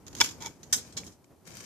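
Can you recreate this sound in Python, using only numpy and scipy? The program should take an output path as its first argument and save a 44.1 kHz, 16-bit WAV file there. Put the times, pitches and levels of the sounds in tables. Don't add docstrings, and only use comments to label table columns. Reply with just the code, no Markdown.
import sys
import numpy as np
from scipy import signal
from scipy.fft import rfft, irfft
from scipy.io import wavfile

SR = 44100
rng = np.random.default_rng(int(sys.argv[2]) if len(sys.argv) > 2 else 0)


def persist_wave(psi):
    counts = np.round(np.clip(psi, -1, 1) * 32767).astype(np.int16)
    wavfile.write(sys.argv[1], SR, np.atleast_2d(counts).T)


N = 72765

# (f/Hz, level/dB)
AIR_SPECTRUM = [(18, -39), (30, -16.5), (92, 1), (171, -9.5), (328, -1.5), (524, -10.5), (837, -10.5),
                (2030, -28), (13200, -28), (15000, -43)]
RUMBLE_SPECTRUM = [(20, -34), (42, -17), (65, -4.5), (95, -4.5), (140, -2.5), (260, -6), (400, -10.5),
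                   (700, -17), (1500, -27), (4000, -42.5)]
# (t/s, level/dB)
RUMBLE_ENVELOPE = [(0, -55), (.04, -55.5), (.1, -50.5), (.25, -43), (.33, -52), (.47, -46), (.54, -57),
                   (.7, -53), (.77, -45), (.83, -53.5), (.88, -52), (.936, -57), (.968, -47),
                   (1.098, -51.5), (1.148, -63.5), (1.29, -69), (1.312, -52), (1.37, -69.5), (1.44, -60),
                   (1.5, -52), (1.65, -54.5)]
# (t/s, level/dB, decay/s)
TICKS = [(.066, -7, 0.012), (.0755, -21, .0015), (.0808, -9, 0.003), (.129, -11, 0.009),
         (0.1507, 0.5, 0.0041), (.2222, 9, 0.0064), (.2445, 8.5, 0.0028), (.2605, 3, 0.006),
         (.2895, 0.5, 0.006), (.310, -4, 0.009), (.423, -17, .001), (.631, -7, 0.011)]
# (t/s, length/s, level/dB, ringing re hiss/dB)
SCRAPES = [(0.163, 0.08, -44, -19), (0.404, 0.019, -47, -5), (0.42, 0.019, -45, -5.5),
           (0.442, .016, -47.5, -0.5), (0.456, 0.015, -40.5, -5), (0.474, 0.012, -52.5, 1.5)]
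# (t/s, level/dB, decay/s)
CRACKS = [(.2030, -3, .0005), (.2080, 0, .0009), (0.2122, 4, 0.00038), (.2144, -4.5, .0014)]
# (f/Hz, level/dB)
STEEL_SPECTRUM = [(300, -31.5), (650, -10.5), (1000, -7), (2400, -9), (4000, -4), (5500, -2), (6700, 5),
                  (8200, -13), (11000, -13.5), (15000, -17.5)]
WOOD_SPECTRUM = [(100, -27), (200, -18.5), (290, -3), (450, -4), (650, -22), (930, 0.5), (1250, -13.5),
                 (1650, -5), (2000, -8), (2800, -2), (4300, -7), (5200, 2.5), (7000, 1), (8500, -8.5),
                 (11000, -11.5), (15000, -19.5)]
# (f/Hz, level/dB, T60/s)
SHEAR_MODES = [(860, -8, .035), (945, -2, .035), (1480, -5, .03), (1700, -11, .015), (2282, 2, .032),
               (2480, -10, .02), (3070, -11, .035), (3280, -5, .035), (3485, -3, .04), (3680, -11, .035),
               (4115, -12, .035), (5190, -5, .02), (5495, -7, .035), (6750, -10, .02)]
TWIG_MODES = [(1063, -6, 0.068), (1901, -12.5, 0.14), (3220, -12, 0.13), (3785, 6.5, 0.077),
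              (4583, -12.5, 0.068), (5230, 10.5, .1), (5950, 7, .12), (6286, 7, 0.21), (6070, -16.5, .1),
              (6980, -5, 0.066), (7740, -14, 0.1014), (8670, 0, .13), (9610, -27.5, .09),
              (10800, -14, 0.19), (12020, -9, .11), (13440, -21, .1), (13800, -10.5, 0.089),
              (14340, -22.5, 0.11)]
# (t/s, level/dB)
RUSTLE_ENVELOPE = [(0, -72), (.5, -59), (.58, -69), (.69, -67), (.72, -58.5), (.88, -55), (.95, -66),
                   (1.1, -63), (1.17, -80), (1.445, -78), (1.465, -56.5), (1.49, -53.5), (1.535, -52.5),
                   (1.56, -48), (1.59, -50), (1.65, -49.5)]
# (t/s, level/dB, decay/s)
FLICKS = [(1.243, -15.5, .003), (1.453, -9.5, 0.0022), (1.4737, 3, 0.0048), (1.5522, 1, 0.0013),
          (1.57, -1, 0.0018), (1.605, -2, 0.0022)]
# (f/Hz, level/dB)
LEAF_SPECTRUM = [(200, -12.5), (500, -5), (1000, -7.5), (2500, -5.5), (3200, -7), (5200, 0), (7000, -3),
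                 (9000, -11.5), (14500, -17)]
# (t/s, level/dB, rise/s, decay/s, hardness/dB)
LANDINGS = [(0.7255, 3, 0.0042, 0.0066, 0), (.777, -20, 0.0011, 0.01, -3),
            (.923, -31.5, .004, 0.0023, -3.5), (0.9648, -11.5, .013, 0.004, -17.5),
            (1.040, -30, 0.002, 0.0095, 0.5), (1.064, -26.5, 0.0015, 0.0099, -0.5),
            (1.118, -39, .004, .012, -1)]
# (f/Hz, level/dB)
HARD_SPECTRUM = [(200, -25.5), (700, -21.5), (1100, -11.5), (1900, -8.5), (2600, -14.5), (3400, -5),
                 (4400, -9.5), (5400, 3), (7300, 1), (9500, -8.5), (14500, -15)]
SOFT_SPECTRUM = [(200, -16.5), (700, -17), (1900, -6), (2600, -13), (3300, -1), (3700, -5.5), (4200, 8),
                 (4600, -9.5), (5100, 3), (5900, -1.5), (6900, 0.5), (9000, -16), (14500, -21.5)]
# (f/Hz, T60/s, level/dB)
ECHO_BANDS = [(350, 1, -21), (1010, .4, -18.5), (2400, 0.19, -12), (5500, 0.24, -14), (12200, 0.13, -7.5)]
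# (f/Hz, left minus right/dB)
NEAR_PAN = [(300, 16), (900, 6.5), (1500, 11), (2400, 6), (3800, -1.5), (5100, 9), (6000, -8.5),
            (7000, -13.5), (8500, -8), (12000, 0.5)]
FAR_PAN = [(300, -2), (1200, 4), (4000, 7), (5500, 1.5), (7200, -7.5), (9000, -1), (14000, 0)]

LEFT_RIGHT = np.array([[.5], [-.5]])
TIME = np.arange(N) / SR


def amp(db):
    return 10 ** (np.asarray(db) / 20)


def unit(x):
    return x / np.sqrt(np.mean(np.sum(x ** 2, axis=-1)) + 1e-18)


def curve(points):
    return amp(np.interp(TIME, *np.array(points).T))


def on_bins(points):
    hz, value = np.array(points, float).T
    return np.interp(np.log(np.arange(N + 1) * SR / (2 * N) + 1), np.log(hz), value)


def convolve(x, response):
    return irfft(rfft(x, 2 * N) * rfft(response, 2 * N))[..., :N]


def colour(x, spectrum):
    cepstrum = irfft(np.log(amp(on_bins(spectrum))))
    cepstrum[1:N] *= 2
    cepstrum[N:] = 0
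    response = irfft(np.exp(rfft(cepstrum)))[:N]
    return convolve(x, unit(response))


def place(x, pan, left_lead_s=0):
    gains = amp(LEFT_RIGHT * on_bins(pan))
    gains /= np.sqrt(np.mean(gains ** 2, axis=0))
    delay = np.exp(1j * np.pi * LEFT_RIGHT * left_lead_s * SR * np.arange(N + 1) / N)
    return irfft(rfft(x, 2 * N) * delay * gains)[..., :N]


def noise(side=1):
    m, s = rng.standard_normal((2, N))
    return np.array([m + side * s, m - side * s]) / np.sqrt(1 + side ** 2)


def grains(spread, size=24):
    strength = np.exp(spread * rng.standard_normal(N // size + 1))
    return unit(noise() * np.repeat(strength, size)[:N]) * np.sqrt(N)


def impulse(start):
    return 1. * (np.arange(N) == int(start * SR))


def burst(start, decay, rise=1e-4):
    first, envelope = int(start * SR), np.zeros(N)
    age = np.arange(min(N - first, int((rise + 10 * decay) * SR))) / SR
    shape = np.minimum(age / rise, 1) * np.exp(-np.maximum(age - rise, 0) / decay)
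    envelope[first:first + len(age)] = unit(shape)
    return envelope


def held(start, end, rise=.003, release=.0045):
    return np.clip((TIME - start) / rise, 0, 1) * np.exp(-np.maximum(TIME - end, 0) / release)


def ring(modes):
    t, response = np.arange(SR // 5) / SR, 0
    for k, (hz, db, t60) in enumerate(modes):
        mode = np.sin(2 * np.pi * hz * t) * np.exp(-np.log(1000) * t / t60)
        response += (-1) ** k * amp(db) * unit(mode)
    return unit(response)


def disperse(x, bass_lag_s=.0006):
    nyquist_share = np.arange(N + 1) / N
    phase = np.pi * SR * bass_lag_s * (1 - (1 - nyquist_share) ** 3) / 3
    return irfft(rfft(x, 2 * N) * np.exp(-1j * phase))[..., :N]


def outdoor_air():
    return amp(-63) * colour(noise(side=.5), AIR_SPECTRUM)


def hand_rumble():
    return colour(noise(side=.35), RUMBLE_SPECTRUM) * curve(RUMBLE_ENVELOPE)


def blade_ticks():
    contacts = sum(amp(db) * burst(start, decay) for start, db, decay in TICKS)
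    return amp(-13.5) * colour(noise() * contacts, STEEL_SPECTRUM)


def wall_echo(x, delay_s=.023, rise_s=.005):
    centres_hz = [row[0] for row in ECHO_BANDS]
    spectrum, tail = rfft(noise(), 2 * N), 0
    swell = np.clip((TIME - delay_s) / rise_s, 0, 1)
    for weights, (_, t60, db) in zip(np.eye(len(ECHO_BANDS)), ECHO_BANDS):
        band = irfft(spectrum * on_bins(list(zip(centres_hz, weights))))[:, :N]
        tail += amp(db) * band * unit(swell * np.exp(-np.log(1000) * TIME / t60))
    return convolve(x, tail)


def blade_scrapes(groan_hz=905, groan_t60=.03):
    friction = grains(spread=.38)
    hiss = colour(friction, STEEL_SPECTRUM)
    ringing = convolve(friction[0], ring(SHEAR_MODES))
    rub = sum(amp(db) * held(start, start + length) * (hiss + amp(ring_db) * ringing)
              for start, length, db, ring_db in SCRAPES)
    groan = convolve(friction[1], ring([(groan_hz, 0, groan_t60)]))
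    return rub + amp(-48.5) * held(.408, .475) * groan


def wood_fracture():
    first_crack = CRACKS[0][0]
    jolts = disperse(sum(amp(db) * impulse(start) for start, db, _ in CRACKS))
    splinters = sum(amp(db) * burst(start, decay) for start, db, decay in CRACKS)
    tearing = burst(first_crack - .002, decay=.005, rise=.013) * (TIME > first_crack)
    crackle = noise(side=.64) * np.hypot(splinters, tearing)
    return amp(5.5) * colour(amp(-4.5) * jolts + amp(-1.5) * crackle, WOOD_SPECTRUM)


def shears_clack(shut_s=.2128):
    shakes = amp(-8) * sum(amp(db) * impulse(start) for start, db, _ in CRACKS)
    return convolve(disperse(shakes + amp(9) * impulse(shut_s)), ring(SHEAR_MODES))


def leaf_rustle(knock_s=1.035, knock_hz=2320, knock_t60=.01, pan_db=6.5):
    flicks = sum(amp(db) * burst(start, decay) for start, db, decay in FLICKS)
    friction = grains(spread=.42) * (curve(RUSTLE_ENVELOPE) + amp(-25) * flicks)
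    scattering = unit(impulse(0) + noise() * burst(0, decay=.0029))
    rustle = colour(convolve(friction, scattering), LEAF_SPECTRUM)
    knock = convolve(impulse(knock_s), ring([(knock_hz, 0, knock_t60)]))
    return (rustle + amp(-28.5) * knock) * amp(LEFT_RIGHT * pan_db)


def twig_landings(touch_to_blow_s=.0024):
    hard, soft, blows = 0, 0, 0
    for start, db, rise, decay, hardness_db in LANDINGS:
        hardness = min(amp(hardness_db), 1)
        contact = amp(db) * burst(start, decay, rise)
        hard += hardness * contact
        soft += np.sqrt(1 - hardness ** 2) * contact
        blows += hardness * amp(db) * impulse(start + touch_to_blow_s)
    clatter = colour(grains(spread=.086) * hard, HARD_SPECTRUM)
    bounce = colour(grains(spread=.38) * soft, SOFT_SPECTRUM)
    ringing = amp(-12.5) * convolve(blows, ring(TWIG_MODES))
    return amp(5.5) * (clatter + bounce + ringing)


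def scene():
    snip = wood_fracture() + blade_ticks()
    steel = shears_clack() + blade_scrapes()
    twig = twig_landings()
    early_reflections = amp(-2.5) * convolve(twig, noise() * burst(.0053, decay=.01))
    echo = wall_echo(snip + amp(-7.5) * steel + twig)
    near = place(snip + steel, NEAR_PAN, left_lead_s=.00005)
    far = place(twig + early_reflections + echo, FAR_PAN)
    return near + far + leaf_rustle() + hand_rumble() + outdoor_air()


def record(dry):
    ceiling, cutoff_hz = .9, 14550
    lowpass = signal.ellip(10, .2, 80, cutoff_hz, fs=SR, output="sos")
    return signal.sosfilt(lowpass, ceiling * np.tanh(dry / ceiling))


dry = scene()
out = record(dry)
persist_wave(out)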